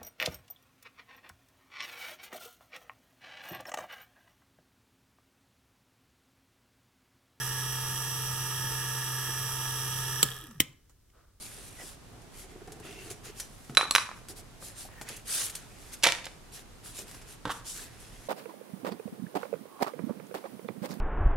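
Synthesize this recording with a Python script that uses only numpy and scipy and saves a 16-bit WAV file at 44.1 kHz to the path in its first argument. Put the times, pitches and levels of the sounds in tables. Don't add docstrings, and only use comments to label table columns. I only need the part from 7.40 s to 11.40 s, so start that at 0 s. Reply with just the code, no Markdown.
import sys
import numpy as np
from scipy import signal
from scipy.fft import rfft, irfft, next_fast_len
from scipy.io import wavfile
from scipy.ndimage import uniform_filter1d

SR = 44100
rng = np.random.default_rng(int(sys.argv[2]) if len(sys.argv) > 2 else 0)


def to_wav(s):
    ch = np.atleast_2d(s).T
    pcm = np.round(np.clip(ch, -1, 1) * 32767)
    wavfile.write(sys.argv[1], SR, pcm.astype(np.int16))


N = 176400
T = np.arange(N) / SR
SHAFT_HZ, CUTOFF_HZ = 64.52, 16000
OFF_S, COAST_S = 2.825, .47
COASTED_S = np.maximum(T - OFF_S, 0)

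# (frequency [Hz], relative level [dB])
MURMUR_COLOUR = [(15, -10.5), (42, 3), (65, -5), (100, -4.5), (180, -18.5), (350, -19), (700, -28.5),
                 (1400, -30.5), (2800, -33.5), (5600, -31.5), (10000, -33), (15000, -35)]
ROOM_COLOUR = [(130, 16.5), (300, 4), (480, 3.5), (800, 11), (2000, 6), (3000, -3), (4500, 3.5),
               (6000, 0.5), (9000, -0.5), (16000, -4.5)]
RUSTLE_COLOUR = [(200, -4), (490, 3), (950, -5), (1220, 4), (2200, -14), (3000, -14), (8000, -21),
                 (14000, -40)]
TOUCH_COLOUR = [(1500, 6), (4000, -6), (7000, 6.5), (11500, -4), (16000, -4)]
BUMP_COLOUR = [(40, -20.5), (160, 2.5), (300, -5), (500, -7.5), (1000, -29), (4000, -51.5)]
PRESS_COLOUR = [(200, -21.5), (700, -4), (1400, -1), (1900, -14.5), (2700, -3.5), (3700, 3.5), (4400, -5.5),
                (6150, -7), (7800, 10.5), (8600, -3.5), (11000, -4), (16000, -4)]
RELEASE_COLOUR = [(100, -12), (400, -2.5), (1000, -15), (1480, -14.5), (2040, 8), (2350, -6.5), (3100, 2),
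                  (4380, -8), (5420, -10), (6100, -6.5), (8000, -0.5), (11600, -8.5), (14700, 1),
                  (16000, -9.5)]
SHUDDER_COLOUR = [(20, -13.5), (32, -10), (43, 0.5), (55, -10.5), (80, -10.5), (105, -2), (170, -8),
                  (240, -26.5), (400, -14.5)]
SCRAPE_COLOUR = [(2000, -19), (3300, -5), (4500, -17.5), (5700, -2.5), (6500, -9.5), (7800, 4),
                 (9500, -3.5), (11600, 5), (13000, -6.5), (16000, -16)]
HISS_COLOUR = [(1500, -18.5), (4500, -9), (5100, -2.5), (5800, -3.5), (6200, -3), (7000, -5), (7700, 2.5),
               (8600, 2), (9600, -1.5), (10600, 0.5), (12000, -2.5), (14000, 0.5), (15500, -10.5),
               (16500, -15.5)]
BUZZ_COLOUR = [(10500, -39.5), (11350, -1.5), (11600, 8), (12300, -38.5)]
TICK_COLOUR = [(300, -13), (700, -2), (1300, -9), (2200, -12.5), (3000, -1.5), (4400, -10.5), (5600, 1),
               (6700, -8.5), (7800, -3), (9000, -4), (10700, 3), (12000, -3), (14000, -2), (16000, -12)]
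RATTLE_COLOUR = [(240, -23), (430, -6.5), (650, -12.5), (800, -7), (920, -4), (1060, -11.5), (1240, 3.5),
                 (1500, -14), (1700, -0.5), (1850, -3.5), (2100, -19), (2450, -12.5), (2800, -10),
                 (3300, -11), (3700, -11.5), (4600, -25), (5500, -10), (7000, -24.5)]
LOW_RING_COLOUR = [(1100, -31.5), (1550, -19), (1690, 3), (1800, -0.5), (2000, -22), (2800, -39)]
HIGH_RING_COLOUR = [(2200, -35), (2900, -8.5), (3320, 1), (3750, -8), (4400, -25)]
# (frequency [Hz], left minus right [dB])
PUMP_BALANCE = [(200, 2), (480, 1), (720, -0.5), (900, -8), (1170, 4), (1790, -.5), (2250, -4.5), (2800, 4),
                (3400, 4.5), (4300, 2), (5300, -4.5), (5850, -5.5), (6600, -9), (7800, -7.5), (9810, -8),
                (15000, -10)]
SWITCH_BALANCE = [(300, 2.5), (1200, -1), (1900, -12.5), (2900, 13), (4400, 4.5), (5500, -2), (11000, -6)]
# (frequency [Hz], likeness [0 to 1])
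LIKENESS = [(140, .93), (330, .4), (600, 0), (850, .2), (1170, .86), (1790, .84), (2740, 0.69),
            (4190, 0.058), (15000, 0)]
# (time [s], level [dB], t60 [s])
TOUCHES = [(3.11, -48.5, .02), (3.495, -59, 0.11)]
BUMPS = [(0.488, -45, .2), (1.238, -45, 0.17), (1.888, -35, 0.057), (2.83, -33.5, 0.12),
         (3.204, -35.5, 0.057)]
PRESS_STEPS = [(2.8255, -30, .03), (2.8291, -5.5, .012), (2.8322, -15, .028)]
RELEASE_STEPS = [(3.1995, -31.5, 0.036), (3.2024, -10, 0.019), (3.2055, -19, 0.032), (3.2165, -32, 0.036)]
# (frequency [Hz], t60 [s], press level [dB], release level [dB])
TANK_NOTES = [(150, .09, -41.5, -35), (292.4, 0.027, -44.5, -21), (460.6, 0.031, -23.5, -44.5),
              (1265, .08, -37.5, -42.5), (1960, 0.042, -39.5, -21.5), (2100, .4, -63, -54),
              (2990, .5, -61.5, -59), (3017, 0.021, -18.5, -15.5), (5560, .04, -32.5, -23.5),
              (7850, .03, -23, -37.5)]
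# (time [s], boost [dB])
SHUDDER_SWELL = [(0, 3.5), (.7, 4.5), (1.3, 6.5), (1.7, 0), (2.1, 3.5), (2.8, 6)]
# (time [s], level [dB])
LOW_RING_LEVELS = [(0, -45), (.9, -58.5), (1.398, -45), (1.699, -50), (1.95, -47), (2.15, -55), (2.8, -48),
                   (3.2, -72)]
HIGH_RING_LEVELS = [(0, -50), (1.798, -49.5), (2.3, -48.5), (2.8, -47), (3.0, -49), (3.101, -66.5),
                    (3.2, -81.5)]
# (beats [per turn], depth [dB])
HISS_PULSES = [(2, 1.5), (3, 1.3), (5, 1.0)]
# (cycles [per turn], level [dB])
MOTOR_TONES = [(2, -40), (5, -62), (7, -66.5), (8, -73), (9, -74.5), (10, -76), (11, -71), (12, -72.5),
               (14, -51.5), (15, -56.5), (18, -56.5), (26, -55.5), (28, -57), (42, -57), (45, -54),
               (47, -69), (50, -52.5), (53, -63.5), (60, -58.5), (75, -64), (77, -61.5), (78, -57.5),
               (84, -50.5), (85, -60), (88, -55), (89, -64), (90, -45), (91, -51), (92, -52), (97, -62.5),
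               (98, -58), (122, -54.5), (163, -53.5), (166, -55), (167, -51.5), (188, -56.5), (207, -56.5),
               (217, -59.5)]


def from_db(db):
    return 10 ** (np.asarray(db) / 20)


def unit_power(x):
    return x / np.sqrt(np.mean(x ** 2) + 1e-20)


def at_hz(table, hz):
    freqs, values = np.transpose(table)
    return np.interp(np.log(hz + 1e-3), np.log(freqs), values)


def pan(db):
    gains = from_db(np.array([[.5], [-.5]]) * db)
    return gains / np.sqrt(np.mean(gains ** 2, axis=0))


def noise():
    return rng.standard_normal((2, N))


def drift(rate_hz):
    pole = np.exp(-80 * np.pi * rate_hz / SR)
    slow = signal.lfilter([1], [1, -2 * pole, pole ** 2], rng.standard_normal(N // 40 + 502))[500:]
    return np.interp(np.arange(N) / 40, np.arange(len(slow)), unit_power(slow))


def decay(start, t60):
    return (T >= start) * from_db(-60 * np.clip((T - start) / t60, 0, 4))


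def coast_fade(db_per_s):
    return from_db(-db_per_s * COASTED_S)


def soft_filter(x, hz, keep):
    return signal.sosfilt(signal.butter(2, hz, keep, fs=SR, output="sos"), x)


def colour(pair, spectrum, balance=None):
    size = next_fast_len(N + SR // 4)
    hz = np.linspace(0, SR / 2, size // 2 + 1)
    gain = unit_power(from_db(at_hz(spectrum, hz) - 60 * (hz > CUTOFF_HZ + 1000)))
    cepstrum = irfft(np.log(gain), size)
    cepstrum[1:size // 2] *= 2
    cepstrum[size // 2 + 1:] = 0
    alike = at_hz(LIKENESS, hz)
    mid, side = rfft(pair, size)
    both = np.sqrt((1 + alike) / 2) * mid + np.sqrt((1 - alike) / 2) * side * [[1], [-1]]
    sides = pan(at_hz(balance, hz) if balance else 0)
    return irfft(both * np.exp(rfft(cepstrum)) * sides, size)[:, :N]


def reflections(x, t60):
    echoes = rfft(rng.standard_normal((2, SR // 2)) * from_db(-60 * T[:SR // 2] / t60))
    power = uniform_filter1d(abs(echoes) ** 2, size=120, axis=1)
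    return signal.fftconvolve(np.atleast_2d(x), irfft(echoes / np.sqrt(power)), axes=1)[:, :N]


def contacts(turns, count, scatter_db=3.5, slop_s=.0004):
    angles = (np.arange(count) + rng.random(count)) / count
    strength = rng.uniform(.76, 1, count) * rng.choice([-1, 1], count)
    due = np.arange(int(SHAFT_HZ * N / SR))[:, None] + angles
    size = (strength * from_db(scatter_db * rng.standard_normal(due.shape)) * (due < turns[-1])).ravel()
    times = np.interp(due, turns, T) + slop_s * rng.standard_normal(due.shape)
    at = np.clip(times, 0, T[-2]).ravel() * SR
    whole, part = at.astype(int), at % 1
    clicks = np.bincount(whole, size * (1 - part), N) + np.bincount(whole + 1, size * part, N)
    return reflections(clicks / clicks[:int(OFF_S * SR)].std(), t60=.014)


def room_murmur():
    return from_db(-63) * colour(noise(), MURMUR_COLOUR)


def room_echo(x):
    low = reflections(soft_filter(x, 3500, "low"), t60=.37)
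    high = reflections(soft_filter(x, 3500, "high"), t60=.25)
    return from_db(-18.5) * colour(low + high, ROOM_COLOUR)


def hand_rustle(start_s=3.71, rise_s=.067, fade_db_per_s=84):
    rise = np.clip((T - start_s) / rise_s, 0, 1)
    fall = from_db(-fade_db_per_s * np.maximum(T - start_s - rise_s, 0))
    return from_db(-63 + 1.5 * drift(60)) * rise * fall * colour(noise(), RUSTLE_COLOUR)


def hand_taps():
    ticks, bumps = (sum(from_db(db) * decay(s, t60) for s, db, t60 in rows) * noise()
                    for rows in (TOUCHES, BUMPS))
    return colour(ticks, TOUCH_COLOUR, SWITCH_BALANCE) + colour(bumps, BUMP_COLOUR)


def switch():
    out = 0
    for k, (steps, spectrum) in enumerate([(PRESS_STEPS, PRESS_COLOUR), (RELEASE_STEPS, RELEASE_COLOUR)]):
        burst = np.sqrt(sum((from_db(db) * decay(s, t60)) ** 2 for s, db, t60 in steps))
        out += colour(burst * noise(), spectrum, SWITCH_BALANCE)
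        snap_s = steps[1][0]
        for hz, t60, *levels_db in TANK_NOTES:
            note = decay(snap_s, t60) * np.sin(2 * np.pi * hz * (T - snap_s))
            out += from_db(levels_db[k]) * pan(at_hz(SWITCH_BALANCE, hz)) * note
    out = soft_filter(out, 120.6, "high")
    return out + room_echo(out)


def tank_shudder():
    level = from_db(-54 + np.interp(T, *np.transpose(SHUDDER_SWELL)))
    return level * coast_fade(40.5) * colour(noise(), SHUDDER_COLOUR + [(2000, -71)])


def motor_can(hz=5825):
    ring = signal.lfilter(*signal.iirpeak(hz, Q=27, fs=SR), noise())
    return from_db(-35.5) * coast_fade(56) * ring * pan(at_hz(PUMP_BALANCE, hz))


def coasting_groan(turns, per_turn=9, tank_hz=138.3, width_hz=22):
    slowed = np.minimum(COASTED_S / COAST_S, 1)
    hz = per_turn * SHAFT_HZ * (1 - slowed)
    swell_db = 16 / (1 + ((hz - tank_hz) / width_hz) ** 2)
    level = from_db(-61.5 + swell_db) * np.sin(np.pi * slowed) * (1 + 1.1 * drift(30))
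    return np.sqrt(2) * level * np.sin(2 * np.pi * per_turn * turns)


def brush_scrape(angle, speed, sharpness=24, end_s=3.09):
    catch = np.exp(sharpness * (np.cos(angle) - 1)) * np.sqrt(speed / SHAFT_HZ) * (T < end_s)
    return colour(from_db(-38.5) * coast_fade(15) * catch * noise(), SCRAPE_COLOUR, PUMP_BALANCE)


def brush_hiss(angle):
    throb_db = sum(db * np.cos(beats * angle) for beats, db in HISS_PULSES)
    throb = from_db(throb_db + 1.84 * drift(200))
    throb /= throb[T < OFF_S].mean()
    hiss = from_db(-40.5) * colour(throb * noise(), HISS_COLOUR, PUMP_BALANCE)
    buzz = colour(from_db(-54 + 9 * np.cos(2 * angle)) * noise(), BUZZ_COLOUR, PUMP_BALANCE)
    return coast_fade(85) * (hiss + buzz)


def brush_ticks(turns):
    clicks = contacts(turns, count=15, scatter_db=1, slop_s=0)
    return from_db(-43.5) * coast_fade(75.5) * colour(clicks, TICK_COLOUR, PUMP_BALANCE)


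def head_rattle(turns):
    knocks = contacts(turns, count=12)
    out = from_db(-44) * coast_fade(40.5) * colour(knocks, RATTLE_COLOUR, PUMP_BALANCE)
    for spectrum, levels in [(LOW_RING_COLOUR, LOW_RING_LEVELS), (HIGH_RING_COLOUR, HIGH_RING_LEVELS)]:
        ring = colour(contacts(turns, count=3), spectrum, PUMP_BALANCE)
        out += from_db(np.interp(T, *np.transpose(levels))) * ring
    return out


def hum_and_whine(turns):
    hum = (SHAFT_HZ * T, .09, coast_fade(91.5))
    whine = (turns, .17, coast_fade(262))
    out = np.zeros((2, N))
    for k, (per_turn, db) in enumerate(MOTOR_TONES):
        cycles, waver, fade = whine if k else hum
        hz = per_turn * SHAFT_HZ
        phase = 2 * np.pi * (per_turn * cycles + rng.random())
        wave = np.array([np.sin(phase), np.cos(phase)]) if hz > 2000 else np.sin(phase)
        level = from_db(db) * fade * (1 + waver * drift(10))
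        out += level * pan(at_hz(PUMP_BALANCE, hz)) * wave
    return np.sqrt(2) * out


def pump():
    speed = SHAFT_HZ * np.maximum(1 - COASTED_S / COAST_S, 1e-6) * (1 + .0007 * drift(8))
    turns = np.cumsum(speed) / SR
    angle = 2 * np.pi * (turns - .95)
    return (brush_ticks(turns) + head_rattle(turns) + brush_hiss(angle) + tank_shudder()
            + brush_scrape(angle, speed) + motor_can() + hum_and_whine(turns) + coasting_groan(turns))


def scene():
    return pump() + switch() + hand_taps() + hand_rustle() + room_murmur()


def record(dry):
    return signal.sosfilt(signal.ellip(12, .1, 80, CUTOFF_HZ, fs=SR, output="sos"), np.tanh(dry))


dry = scene()
out = record(dry)
to_wav(out)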